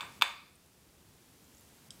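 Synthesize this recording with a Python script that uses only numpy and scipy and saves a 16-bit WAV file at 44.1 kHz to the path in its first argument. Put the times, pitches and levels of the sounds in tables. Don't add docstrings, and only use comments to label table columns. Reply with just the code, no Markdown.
import sys
import numpy as np
from scipy import signal
from scipy.io import wavfile
from scipy.ndimage import uniform_filter1d

SR = 44100
rng = np.random.default_rng(int(sys.argv[2]) if len(sys.argv) > 2 else 0)


def volts(x):
    e = np.asarray(x, float) / 20
    return 10 ** e


def wav_record(signal):
    frames = np.transpose(np.atleast_2d(signal))
    bounded = np.clip(frames, -1, 1)
    quanta = np.round(bounded * 32767).astype(np.int16)
    wavfile.write(sys.argv[1], SR, quanta)


N = 88200
BANDS_HZ = 28 * 2 ** np.arange(0, 9.6, .5)


def table(rows, col, hz):
    rows = np.array(rows)
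    return np.interp(np.log(hz), np.log(rows[:, 0]), rows[:, col])


def highpass(x, hz):
    return signal.sosfilt(signal.butter(4, hz, "highpass", fs=SR, output="sos"), x)


def band(hz, width_hz=None):
    if width_hz is None:
        edges_hz = [hz / 2 ** .25, min(hz * 2 ** .25, SR / 2.2)]
    else:
        edges_hz = [hz - width_hz / 2, hz + width_hz / 2]
    sos = signal.butter(2, edges_hz, "bandpass", fs=SR, output="sos")
    return signal.sosfilt(sos, rng.standard_normal(N))


def walk(rate_hz):
    hold = int(SR / rate_hz)
    steps = np.repeat(rng.standard_normal(N // hold + 1), hold)
    return 1.3 * uniform_filter1d(uniform_filter1d(steps, hold), hold)[:N]


def ring(x, modes):
    out = 0
    for hz, db, t60_s in modes:
        r = np.exp(-np.log(1000) / (t60_s * SR))
        w = 2 * np.pi * hz / SR
        out = out + volts(db) * signal.lfilter([0, r * np.sin(w)], [1, -2 * r * np.cos(w), r * r], x)
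    return out


def grains(rows):
    size, glide = 4000, 0.036
    out = np.zeros(N + size)
    for s, db, hz, cycles in rows:
        c = np.arange(size) * hz / SR
        age = c / cycles
        tone = np.sin(2 * np.pi * c * (1 + glide * age / 2))
        swell = age * 4 * np.exp(1 - age * 4)
        i = int(s * SR)
        out[i:i + size] += volts(db) * tone * swell
    return out[:N]


# (frequency [Hz], density [dB per Hz])
AIR = [(15, -42), (25, -16.5), (64, 3.5), (253, -1), (666, -10.5), (722, -10), (1450, -14), (7910, -16),
       (15500, -19.5)]


def air():
    level_db, flutter_db, flutter_hz, hiss_flicker_db = -55.5, 1.1, 500, .3
    gust = walk(22) + walk(60)
    out = 0
    for hz in BANDS_HZ:
        flutter = flutter_db * gust / (1 + (hz / flutter_hz) ** 2)
        out = out + band(hz) * volts(table(AIR, 1, hz) + flutter + hiss_flicker_db * walk(9))
    return out * volts(level_db) / np.std(out)


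# (frequency [Hz], level [dB], t60 [s])
ROOM = [(280, -12.5, 0.31), (654.3, 10, .42), (1215, -1.5, 0.4), (2260, 2, 0.42), (3252, -7, 0.43),
        (5500, 1, 0.71), (8300, 5, 0.15), (14100, -2.5, 0.52)]
# (frequency [Hz], width [Hz], level [dB], t60 [s])
BASIN = [(2000, 390, 11, 0.5), (1125, 350, 0, 0.533), (2394, 176, 3.5, 0.55), (3023, 160, -1.5, 0.33),
         (3880, 370, 5, .45), (8500, 2400, 8, 0.33), (12560, 2200, 0.5, .15)]


def room(x):
    level_db, rise_s = -35, 0.002
    t = np.arange(N) / SR
    tail = 0
    for hz in BANDS_HZ[6:]:
        tail = tail + band(hz) * volts(table(ROOM, 1, hz) - 60 * t / table(ROOM, 2, hz))
    for hz, width_hz, db, t60_s in BASIN:
        tail = tail + band(hz, width_hz) * volts(db - 60 * t / t60_s)
    return signal.fftconvolve(x, tail * volts(level_db) * (1 - np.exp(-t / rise_s)) ** 2)[:N]


# (frequency [Hz], level [dB], t60 [s])
CUP = [(954, -22, 0.038), (1164, -9, .015), (1300, -18, 0.029), (1500, -9.5, .012), (2278, -10, 0.012),
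       (2530, -7, 0.015)]
# (frequency [Hz], level [dB], t60 [s])
CUP_CROSS = [(3150, -14.5, 0.0054), (3551, -6, 0.03), (3936, -5.5, 0.0046), (4460, -15.5, .01),
             (4690, -24, .02)]
# (frequency [Hz], level [dB], t60 [s])
THUMP = [(221, -45.5, 0.063), (348, -41.5, .1), (470, -38, 0.095), (574, -35.5, .06)]
# (frequency [Hz], density [dB per Hz])
CRACK = [(4000, -8), (5400, -8), (6300, -3.5), (8500, 2.5), (10300, -14), (12500, -1), (14500, -10),
         (17000, -29.5)]


def ignite(rows):
    mouth_hz = 786.7
    crack_db, crack_s, crack_rise_s = -17.5, 0.0032, .0003
    t = np.arange(N) / SR
    push, burst = 0, 0
    for s, db, push_ms in rows:
        push = push + volts(db) * np.exp(-((t - s) * 2000 / push_ms) ** 2) / (push_ms * 40)
        age_s = np.abs(t - s)
        envelope = (t > s) * (np.exp(-age_s / crack_s) - np.exp(-age_s / crack_rise_s))
        burst = burst + volts(db) * (0.12 / push_ms) ** 2 * envelope
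    noise = sum(band(hz) * volts(table(CRACK, 1, hz)) for hz in BANDS_HZ[14:])
    cup = highpass(ring(push, CUP_CROSS) - ring(push, CUP), mouth_hz)
    thump = highpass(ring(push, THUMP), 170)
    return cup + thump + volts(crack_db) * highpass(burst * noise, 4200)


def earlier_pop():
    level_db, lead = -34, int(.03 * SR)
    tail = room(ignite([(.001, level_db + 16, 0.23)]))
    return np.pad(tail[lead:], (0, lead))


# (time [s], level [dB], push [ms])
POPS = [
    (.0075, -24.5, 0.076),
    (.0302, -22, .4),
    (.2130, -22.5, 0.071),
    (.2214, -5, 0.088),
]


def pops():
    return ignite(POPS)


# (delay [ms], level [dB])
ECHOES = [(.85, -12.5), (2.1, -16.5), (3.0, -10), (4.2, -11), (5.2, -19)]


def near_echoes(x):
    i = np.arange(N)
    return x + sum(volts(db) * np.interp(i - ms * SR / 1000, i, x) for ms, db in ECHOES)


# (time [s], level [dB], pitch [Hz], length [cycles])
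PUFFS = [(1.418, -56.5, 200, 4.6), (1.458, -57.5, 200.6, 4.2), (1.484, -56.5, 240, 5),
         (1.523, -59, 254, 3.4), (1.750, -57, 166, 2.9), (1.878, -55.5, 130, 7.4), (1.892, -54.5, 146, 6),
         (1.981, -61.5, 198, 6.1), (1.992, -79, 262, 4), (.04, -69, 133, 3.4)]


def puffs():
    return grains(PUFFS)


# (time [s], level [dB], pitch [Hz], length [cycles])
BUBBLES = [(.124, -46, 9850, 6), (.055, -51, 7900, 17), (.400, -48.5, 13100, 2.2), (.497, -54, 7600, 16),
           (.531, -51, 9520, 3.1), (.554, -47.5, 8900, 33), (.561, -51, 8900, 17), (.623, -62, 6500, 2.5),
           (.662, -37.5, 9800, 1.6), (1.444, -45, 6800, 4.2), (1.452, -50, 6770, 6.8),
           (1.545, -54.5, 5710, 12), (1.548, -50, 6500, 18), (1.570, -49, 6900, 14),
           (1.583, -53.5, 7640, 32), (1.595, -49.5, 7300, 30), (1.58, -56, 5500, 21),
           (1.610, -35.5, 12520, 2), (1.623, -57.5, 9000, 1.6), (1.650, -48, 8300, 5),
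           (1.691, -52, 8500, 16)]


def bubbles():
    return grains(BUBBLES)


# (delay [ms], level [dB])
SNAPS = [
    (0, 4),
    (.45, -4),
    (1.1, -4),
    (1.7, -8.5),
]
# (frequency [Hz], level [dB], t60 [s])
LIGHTER = [(3190, -3, 0.011), (3900, -18.5, 0.015), (4780, -4.5, 0.018), (5300, -1, 0.0054),
           (6460, -6.5, 0.0093), (7670, -6, 0.012), (8500, -5.5, 0.018), (9400, -6, 0.0075),
           (10200, -9, .008), (10900, -7, 0.0057)]


def lighter():
    start_s, level_db, rattle_db, rattle_s = 1.9058, -35.5, -20.5, 0.0066
    t = np.arange(N) / SR - start_s
    hits = volts(rattle_db) * rng.standard_normal(N) * (t > 0) * np.exp(-np.abs(t) / rattle_s)
    for k, (ms, db) in enumerate(SNAPS):
        hits += (-1) ** k * volts(db) * np.exp(-((t - ms / 1000) * SR / 1.5) ** 2)
    modes = sum((-1) ** k * ring(hits, [mode]) for k, mode in enumerate(LIGHTER))
    return volts(level_db) * highpass(highpass(modes, 2900), 2950) / 2


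def scene():
    lighter_wet_db = -10.5
    earlier = earlier_pop()
    cup, click = pops(), lighter()
    wet = room(cup + volts(lighter_wet_db) * click)
    return (near_echoes(cup) + click + wet + earlier + bubbles() + puffs() + air())[None]


def band_limit(x):
    return signal.sosfilt(signal.butter(12, 15930, fs=SR, output="sos"), x)


# (time [s], length [s])
DROPOUTS = [
    (.197, .013),
    (1.890, .014),
]


def record(dry):
    before_db, duck_s, duck_db, hold_s, recover_db_s = -2, .2275, -8.5, 0.294, 3.5
    dropout_share, dropout_hz, top_hz = .65, 2800, 15600
    t = np.arange(N) / SR
    after_db = duck_db + recover_db_s * np.clip(t - duck_s - hold_s, 0, None)
    gain_db = uniform_filter1d(np.where(t < duck_s, before_db, after_db), 60)
    gap = uniform_filter1d(sum(1. * (t > s) * (t < s + length_s) for s, length_s in DROPOUTS), 90)
    treble = signal.sosfiltfilt(signal.butter(4, dropout_hz, "highpass", fs=SR, output="sos"), dry)
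    leveled = (dry - dropout_share * gap * treble) * volts(gain_db)
    mix = signal.sosfilt(signal.butter(12, top_hz, fs=SR, output="sos"), leveled)
    return band_limit(mix)


dry = scene()
out = record(dry)
wav_record(out)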